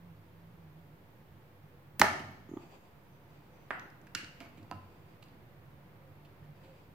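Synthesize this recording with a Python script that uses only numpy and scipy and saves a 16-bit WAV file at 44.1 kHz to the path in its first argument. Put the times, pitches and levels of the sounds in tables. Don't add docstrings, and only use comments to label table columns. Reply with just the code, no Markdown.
import sys
import numpy as np
from scipy import signal
from scipy.fft import rfft, irfft, next_fast_len
from scipy.io import wavfile
from scipy.ndimage import map_coordinates

SR = 44100
rng = np.random.default_rng(int(sys.argv[2]) if len(sys.argv) > 2 else 0)


def nominal_scale(level):
    x = np.asarray(level, float) / 20
    return 10 ** x


def unload_wav(signal):
    wavfile.write(
        sys.argv[1],
        SR,
        np.round(np.clip(np.atleast_2d(signal).T, -1, 1) * 32767).astype(np.int16),
    )


N = 306142
SPAN = 2 ** 16


def unit(x):
    return x / np.sqrt(np.mean(x ** 2) + 1e-20)


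def along(points, hz):
    f, v = np.transpose(points)
    return np.interp(np.log(hz + 1), np.log(f + 1), v)


def curves(rows):
    s, *cols = np.transpose(rows)
    return [np.interp(np.arange(N) / SR, s, c) for c in cols]


def wobble(rate):
    knots = rng.standard_normal(int(N * rate / SR) + 4)
    return map_coordinates(knots, [np.arange(N) * rate / SR])


def strokes(rows, rise, fall):
    t = np.arange(N) / SR
    levels = []
    for s, hold, db in rows:
        before, after = np.maximum(s - t, 0), np.maximum(t - s - hold, 0)
        levels.append(db - rise * before - fall * after)
    return np.max(levels, axis=0)


def filtered(x, response):
    n = x.shape[-1]
    m = next_fast_len(n + SR // 4)
    return irfft(rfft(x, m) * response(np.fft.rfftfreq(m, 1 / SR)), m)[..., :n]


def body(modes):
    def response(f):
        total = 0
        for k, (centre, width, db) in enumerate(modes):
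            damping = 1j * f * abs(width)
            total = total + (-1) ** k * nominal_scale(db) * damping / (centre * centre - f * f + damping)
        return total
    return response


def spread(pair, colour=lambda hz: 1):
    # f/Hz, left-right likeness
    likeness = [(130, 0.94), (290, 0.81), (640, 0.56), (1400, 0), (16000, 0.0082)]
    turn = lambda hz: np.arccos(np.clip(along(likeness, hz), -1, 1)) / 2
    mid, side = filtered(pair, lambda hz: colour(hz) * np.array([np.cos(turn(hz)), np.sin(turn(hz))]))
    return np.array([mid + side, mid - side])


def add(out, x, s):
    part = out[..., round(s * SR):][..., :x.shape[-1]]
    part += x[..., :part.shape[-1]]


def tails(count):
    # f/Hz, t60/s
    decay = [(100, 0.68), (300, 0.59), (800, .45), (2000, 0.45), (5000, 0.44), (10000, 0.35), (15000, 0.11)]
    # f/Hz, level/dB
    wall_colour = [(100, -1), (400, -3), (1000, -0.4), (3000, -2), (8000, -5.5), (15000, 3)]
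    hz, t, z = signal.stft(rng.standard_normal((2, count, 3 * SR // 4)), SR, nperseg=256)
    fall_db = -60 * t / along(decay, hz)[:, None]
    two_slopes = nominal_scale(fall_db) + nominal_scale(-10.5 + 0.5 * fall_db)
    tail = signal.istft(z * two_slopes, SR, nperseg=256)[1]
    tail = tail * (1 - np.exp(-np.arange(tail.shape[-1]) / SR / 0.0093))
    pairs = [spread(tail[:, k]) for k in range(count)]
    colour = nominal_scale(along(wall_colour, np.fft.rfftfreq(SPAN, 1 / SR)))
    return [colour * rfft(p / np.linalg.norm(p[0]), SPAN) for p in pairs]


def heard(spectrum, room, pan_db, lag_s, wet_db):
    f = np.fft.rfftfreq(SPAN, 1 / SR)
    direct = nominal_scale([[pan_db / 2], [-pan_db / 2]]) * np.array([np.exp(-2j * np.pi * f * lag_s), np.ones(len(f))])
    return spectrum * (direct + nominal_scale(wet_db) * room)


def chatter(contacts, rule, count):
    s, db, cut_hz = contacts[-1]
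    gap, grows, loss_db, keeps = rule
    k = np.arange(1, count + 1)
    times = s + np.cumsum(gap * grows ** (k - 1))
    return contacts + list(zip(times, db - loss_db * k, cut_hz * keeps ** k))


def struck(out, rooms, contacts, modes, pan_db, lag_s, wet_db, grit_hz, thin_hz=25):
    f, t = np.fft.rfftfreq(SPAN, 1 / SR), np.arange(256) / SR
    start, total = contacts[0][0] - .01, 0
    ring = body(modes)(f) * (1j * f / (thin_hz + 1j * f)) ** 3
    rough = f ** 2 / (f ** 2 + grit_hz ** 2)
    for k, (s, db, cut_hz) in enumerate(contacts):
        burst = rng.standard_normal(len(t)) * np.exp(-t / .0008)
        grit = rfft(burst / np.linalg.norm(burst), SPAN)
        even = ring / (1 + 1j * f / cut_hz) ** 2
        blow = even * (1 - rough + rough * grit)
        place = nominal_scale(db) / np.abs(irfft(blow, SPAN)).max() * np.exp(-2j * np.pi * f * (s - start))
        room = nominal_scale(wet_db) * even * rooms[k % len(rooms)]
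        total = total + place * (heard(blow, 0, pan_db, lag_s, wet_db) + room)
    sound = np.zeros((2, N))
    add(sound, irfft(total, SPAN), start)
    return out + sound


def background():
    # t/s, level/dB
    load = [(0, -49), (.25, -57.5), (.8, -55), (1, -64.5), (1.7, -59.5), (2.3, -55), (3, -70), (3.8, -70),
            (4.3, -63), (5, -66.5), (5.7, -62), (6.2, -61), (6.45, -55.5), (6.94, -68.5)]
    # t/s, length/s, f/Hz, level/dB
    whines = [(1.45, 0.1, 500, -83), (1.7, 0.16, 487, -69.5), (5.96, 0.2, 530, -66.5),
              (6.196, 0.12, 685, -71), (6.6, .18, 530, -62)]
    # f/Hz, density/dB per Hz
    room_tone = [(33, -26), (40, -11), (65, -10), (149, -5), (174, -9), (220, -15.5), (303, -16.5),
                 (417, -20), (528, -19.5), (640, -21), (683, -21.5), (902, -17.5), (1220, -21.5),
                 (2220, -26), (5000, -45), (6500, -82.5), (11000, -120)]
    # f/Hz, width/Hz, level/dB
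    standing = [(200, 32, -2.5), (300, 34, 0.5), (330, 34, 2), (391, 30, 1), (492, 16, 4), (577, 14, 3),
                (694.7, 10, 4.5)]
    # f/Hz, density/dB per Hz
    port_hiss = [(1180, -34.5), (2000, -13), (2980, -7), (3460, -6.5), (3810, -8), (7450, -16),
                 (9130, -16.5), (15100, -5.5), (16100, -18.5), (16500, -45)]
    # f/Hz, left minus right/dB
    tilt = [(60, -3), (240, -2.5), (950, -2), (3770, -1), (15000, 1)]
    drone_db, = curves(load)
    fast_hz, slow_hz, slows_at_s, slowing_s = 163.1, 143.6, .9, 0.053
    slowing = 1 - np.tanh((np.arange(N) / SR - slows_at_s) / slowing_s)
    hz = slow_hz + (fast_hz - slow_hz) / 2 * slowing
    under_db = -64.5 + .6 * (drone_db - drone_db.mean())
    drone = np.sin(2 * np.pi * np.cumsum(hz + 7 * wobble(18)) / SR) * nominal_scale(drone_db - 0.5 + 4 * wobble(28))
    under_phase = 2 * np.pi * np.cumsum(98 + 9 * wobble(15)) / SR
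    drone += np.sin(under_phase) * nominal_scale(under_db + 2.2 * wobble(20))
    for s, length, pitch_hz, db in whines:
        t = np.arange(round(abs(length) * SR)) / SR
        phase = 2 * np.pi * pitch_hz * t + 1.0 * np.sin(2 * np.pi * 11 * t)
        add(drone, nominal_scale(db) * np.hanning(len(t)) ** .5 * np.sqrt(2) * np.sin(phase), s)

    rumble_db = np.maximum(strokes([(3.6, 2.9, -58)], rise=3.2, fall=3.2), -59.5)
    colour = lambda f: nominal_scale(along(room_tone, f)) * (1 + np.abs(body(standing)(f)))
    rumble = unit(spread(rng.standard_normal((2, N)), colour)) * nominal_scale(rumble_db + 0.22 * wobble(9.6))
    hiss = nominal_scale(-74.5) * unit(filtered(rng.standard_normal((2, N)), lambda f: nominal_scale(along(port_hiss, f))))
    lean = lambda f: nominal_scale(along(tilt, f) * np.array([[.5], [-.5]]))
    return filtered(rumble + drone + hiss, lean)


def pump(rooms):
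    # t/s, peak level/dB, contact cut-off f/Hz
    catch = [(1.9953, -24, 39920), (1.9962, -20, 39800), (1.9972, -16.5, 40130)]
    # t/s, peak level/dB, contact cut-off f/Hz
    stop = [(2.0151, -3, 12000)]
    # t/s, peak level/dB
    far_wall = [(2.028, -26), (2.0352, -26), (2.0403, -19), (2.052, -31)]
    # t/s, peak level/dB, contact cut-off f/Hz
    cocking = [(2.49, -40.5, 400), (2.5137, -35.5, 300), (2.536, -32, 331), (2.568, -31, 328),
               (2.633, -52.5, 400)]
    # t/s, peak level/dB, contact cut-off f/Hz
    locking = [(2.489, -52.5, 5000), (2.535, -49, 2500), (2.572, -39.5, 4000), (2.576, -57, 4000)]
    # t/s, peak level/dB, contact cut-off f/Hz
    laying = [(3.7063, -20.5, 4000), (3.708, -26, 4000), (3.7113, -23.5, 7000), (3.769, -44, 3000)]
    # f/Hz, width/Hz, level/dB
    latch = [(450, 400, -8.5), (1700, 410, 0), (2600, 760, -1), (4600, 810, 0), (6800, 1800, -6),
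             (9000, 1800, -5.5), (12800, 4900, -3.5), (15700, 2000, -3)]
    barrel = [(229.5, 210, -18.5), (390, 95, -7.5), (530, 120, -9), (670, 160, -1.5), (875, 123, 0.5),
              (1277, 140, -0.5), (1800, 140, 1.5), (2200, 160, -3), (2790, 400, -11), (3170, 290, -11),
              (4140, 830, -14.5), (5300, 500, -13.5), (6055, 460, -12), (7900, 2800, -18.5),
              (11500, 4000, -25.5)]
    plunger = [(308, 120, -4.5), (400, 98, -9)]
    notch = [(850, 61, 2), (1227, 86, -3), (2000, 340, -19.5), (3300, 320, -19)]
    laid = [(295, 120, -5.5), (795, 235, -2), (1270, 292, 0.5), (1573, 250, 4), (1930, 278, 1.5),
            (2800, 690, -10), (4980, 490, -19.5), (8240, 1900, -22)]
    seat_s = .0015
    seated = np.clip((stop[0][0] - np.arange(N) / SR) / seat_s + 1, 0, 1)
    rush = unit(filtered(rng.standard_normal(N), lambda f: body(latch)(f) + nominal_scale(-16)))
    air = seated * nominal_scale(strokes([(1.9955, 0.0047, -33.5)], rise=50000, fall=1600)) * rush
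    stroke = rfft(air[round(1.9 * SR):round(2.1 * SR)], SPAN)
    out = np.zeros((2, N))
    add(out, irfft(heard(stroke, rooms[-1], pan_db=.1, lag_s=.00002, wet_db=-3), SPAN), 1.9)
    release = chatter(catch, (.001, 2.3, 5.5, 0.67), count=3)
    out = struck(out, rooms, release, latch, pan_db=4.5, lag_s=.00005, wet_db=-9, grit_hz=3000)
    echoes = [(s, db, 1200) for s, db in far_wall]
    slam = chatter(stop, (.0009, 1.22, 2.7, .8), count=5) + echoes
    out = struck(out, rooms, slam, barrel, pan_db=-5.0, lag_s=.00003, wet_db=-8.0, grit_hz=5000, thin_hz=79.7)
    out = struck(out, rooms, cocking, plunger, pan_db=-2.5, lag_s=.00005, wet_db=-16, grit_hz=3000, thin_hz=119)
    out = struck(out, rooms, locking, notch, pan_db=-3.5, lag_s=.00005, wet_db=-5, grit_hz=2500, thin_hz=500)
    return struck(out, rooms, laying, laid, pan_db=-5.5, lag_s=.00005, wet_db=-3.5, grit_hz=4000)


def tools(rooms):
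    # t/s, peak level/dB, contact cut-off f/Hz
    clink = [(4.1494, -21, 24980), (4.1515, -23, 9000)]
    # t/s, peak level/dB, contact cut-off f/Hz
    clink_again = [(4.2451, -38.5, 9000)]
    # t/s, peak level/dB, contact cut-off f/Hz
    scuff = [(4.404, -37.5, 30500), (4.408, -41.5, 3000)]
    # t/s, peak level/dB, contact cut-off f/Hz
    knock = [(4.7129, -30, 20010), (4.7167, -49, 3000), (4.723, -35, 3000), (4.73, -42, 3000)]
    # t/s, peak level/dB, contact cut-off f/Hz
    thumps = [
        [(2.0005, -27, 700), (2.016, -27.5, 500), (2.06, -38, 200), (2.2, -37, 300), (2.25, -46.5, 300),
         (2.29, -44, 300), (2.4, -49.5, 300)],
        [(4.152, -43, 1500), (4.19, -49, 900), (4.23, -43.5, 900)],
        [(4.575, -45.5, 500), (4.597, -45.5, 300), (4.625, -48, 400), (4.714, -40, 600), (4.735, -45, 200),
         (4.755, -46, 150), (4.79, -50, 150)],
    ]
    # t/s, peak level/dB, f/Hz, length/s
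    ticks = [(2.195, -42.5, 3000, 0.016), (2.31, -55, 13340, .01), (3.305, -66, 4000, 0.016),
             (3.797, -41, 4000, 0.0023), (3.902, -57, 5000, 0.0051), (4.016, -56.5, 6730, .004),
             (4.069, -48.5, 1590, 0.016), (4.572, -56, 2360, 0.043), (4.629, -59.5, 4480, 0.011),
             (5.222, -56, 800, 0.023), (5.2262, -49.5, 2730, 0.013), (5.238, -58, 4600, 0.012),
             (5.285, -59.5, 2760, 0.0088), (6.2484, -56.5, 2800, 0.03), (6.44, -61.5, 1800, 0.029),
             (6.635, -61.5, 2700, 0.063), (6.68, -66, 2900, .06), (6.76, -68.5, 2310, 0.026)]
    # f/Hz, width/Hz, level/dB
    steel = [(1500, 310, 0.5), (2320, 460, -3), (2850, 210, 0.5), (4330, 650, -5.5), (5140, 1560, -9),
             (7500, 1600, -13.5), (9000, 600, -14), (13580, 4300, -24)]
    tray = [(243, 44, 0), (685, 15, 2), (1160, 450, -10.5), (1680, 400, -9), (2240, 150, -3),
            (2900, 450, -10.5), (4730, 1000, -15), (7400, 2200, -20), (12000, 3040, -18)]
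    case = [(731, 116, -2.5), (1025, 19, 7), (1292, 42, -2), (1640, 380, -12.5), (2740, 150, -9.5),
            (4600, 670, -19.5), (10070, 4900, -31.5)]
    bench = [(93, 12, -4), (150, 61, -7.5), (240, 230, -8), (321, 41, -3.5)]
    clinks = chatter(clink, (0.0022, 1.5, 4.4, 0.65), count=3) + clink_again
    out = struck(0, rooms, clinks, steel, pan_db=-5.5, lag_s=.00004, wet_db=-6.5, grit_hz=1940, thin_hz=900)
    scrapes = chatter(scuff, (.003, 1.12, 1.13, 1.04), count=11)
    out = struck(out, rooms, scrapes, tray, pan_db=-6.0, lag_s=.00004, wet_db=-6.0, grit_hz=1500)
    out = struck(out, rooms, knock, case, pan_db=-5.0, lag_s=.00004, wet_db=-10.0, grit_hz=3000)
    for contacts in thumps:
        out = struck(out, rooms, contacts, bench, pan_db=-3.0, lag_s=.00005, wet_db=-8, grit_hz=3000, thin_hz=45)
    t = np.arange(SR // 10) / SR
    for k, (s, db, hz, length) in enumerate(ticks):
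        envelope = nominal_scale(-24 * t / abs(length)) * (1 - np.exp(-t / (0.071 * abs(length))))
        modes = [(hz, 0.18 * hz, 0), (1.65 * hz, .25 * hz, -6), (3 * hz, 1.5 * hz, -17)]
        grit = filtered(rng.standard_normal(len(t)) * envelope, body(modes))
        tick = rfft(nominal_scale(db) * grit / np.abs(grit).max(), SPAN)
        placed = heard(tick, rooms[k % len(rooms)], pan_db=-6.0, lag_s=.00005, wet_db=-4)
        add(out, irfft(placed, SPAN), s - .001)
    return out


def sliding():
    # t/s, hold/s, level/dB
    hisses = [(2.49, 0.082, -74.5), (2.62, 0.21, -84), (4.43, .02, -79)]
    # t/s, hold/s, level/dB
    squeaks = [(3.14, .02, -83.5), (3.32, 0.018, -86), (3.56, .1, -83)]
    # t/s, hold/s, level/dB
    rubs = [(2.63, 0.095, -60.5), (3.14, .02, -73), (3.33, 0.3, -70), (4.43, 0.017, -63),
            (4.62, 0.47, -69.5), (6.62, 0.18, -64)]
    # f/Hz, width/Hz, level/dB
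    skin = [(350.6, 230, 1.5), (940, 330, -1), (2500, 350, -6.5), (3600, 560, -16), (4680, 240, -12),
            (7800, 1200, -22.5)]
    seal_db = strokes(hisses, rise=2000, fall=280)
    squeak_db = strokes(squeaks, rise=114, fall=260)
    rub_db = np.maximum(strokes(rubs, rise=160, fall=62), -82)
    seal_body, squeak_body = body([(6650, 790, 0)]), body([(6005, 280, 0)])
    seal = unit(filtered(rng.standard_normal((2, N)), lambda f: seal_body(f) ** 2))
    squeak = unit(filtered(rng.standard_normal((2, N)), lambda f: squeak_body(f) ** 2))
    rub = unit(spread(rng.standard_normal((2, N)), body(skin)))
    out = nominal_scale(seal_db + 1.4 * wobble(40.4)) * seal
    out += nominal_scale(squeak_db) * squeak
    return out + nominal_scale(rub_db + 2.5 * wobble(25)) * rub


def scene():
    rooms = tails(count=6)
    return pump(rooms) + tools(rooms) + sliding() + background()


def top_cut(x):
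    return signal.sosfilt(signal.butter(12, 16680, fs=SR, output="sos"), x)


def record(dry):
    soft = dry / (1 + np.abs(dry / .7) ** 4) ** .25
    cut = signal.sosfilt(signal.butter(6, 38, "high", fs=SR, output="sos"), soft)
    cut = filtered(cut, lambda hz: hz < 15850)
    return top_cut(cut - .0005)


dry = scene()
out = record(dry)
unload_wav(out)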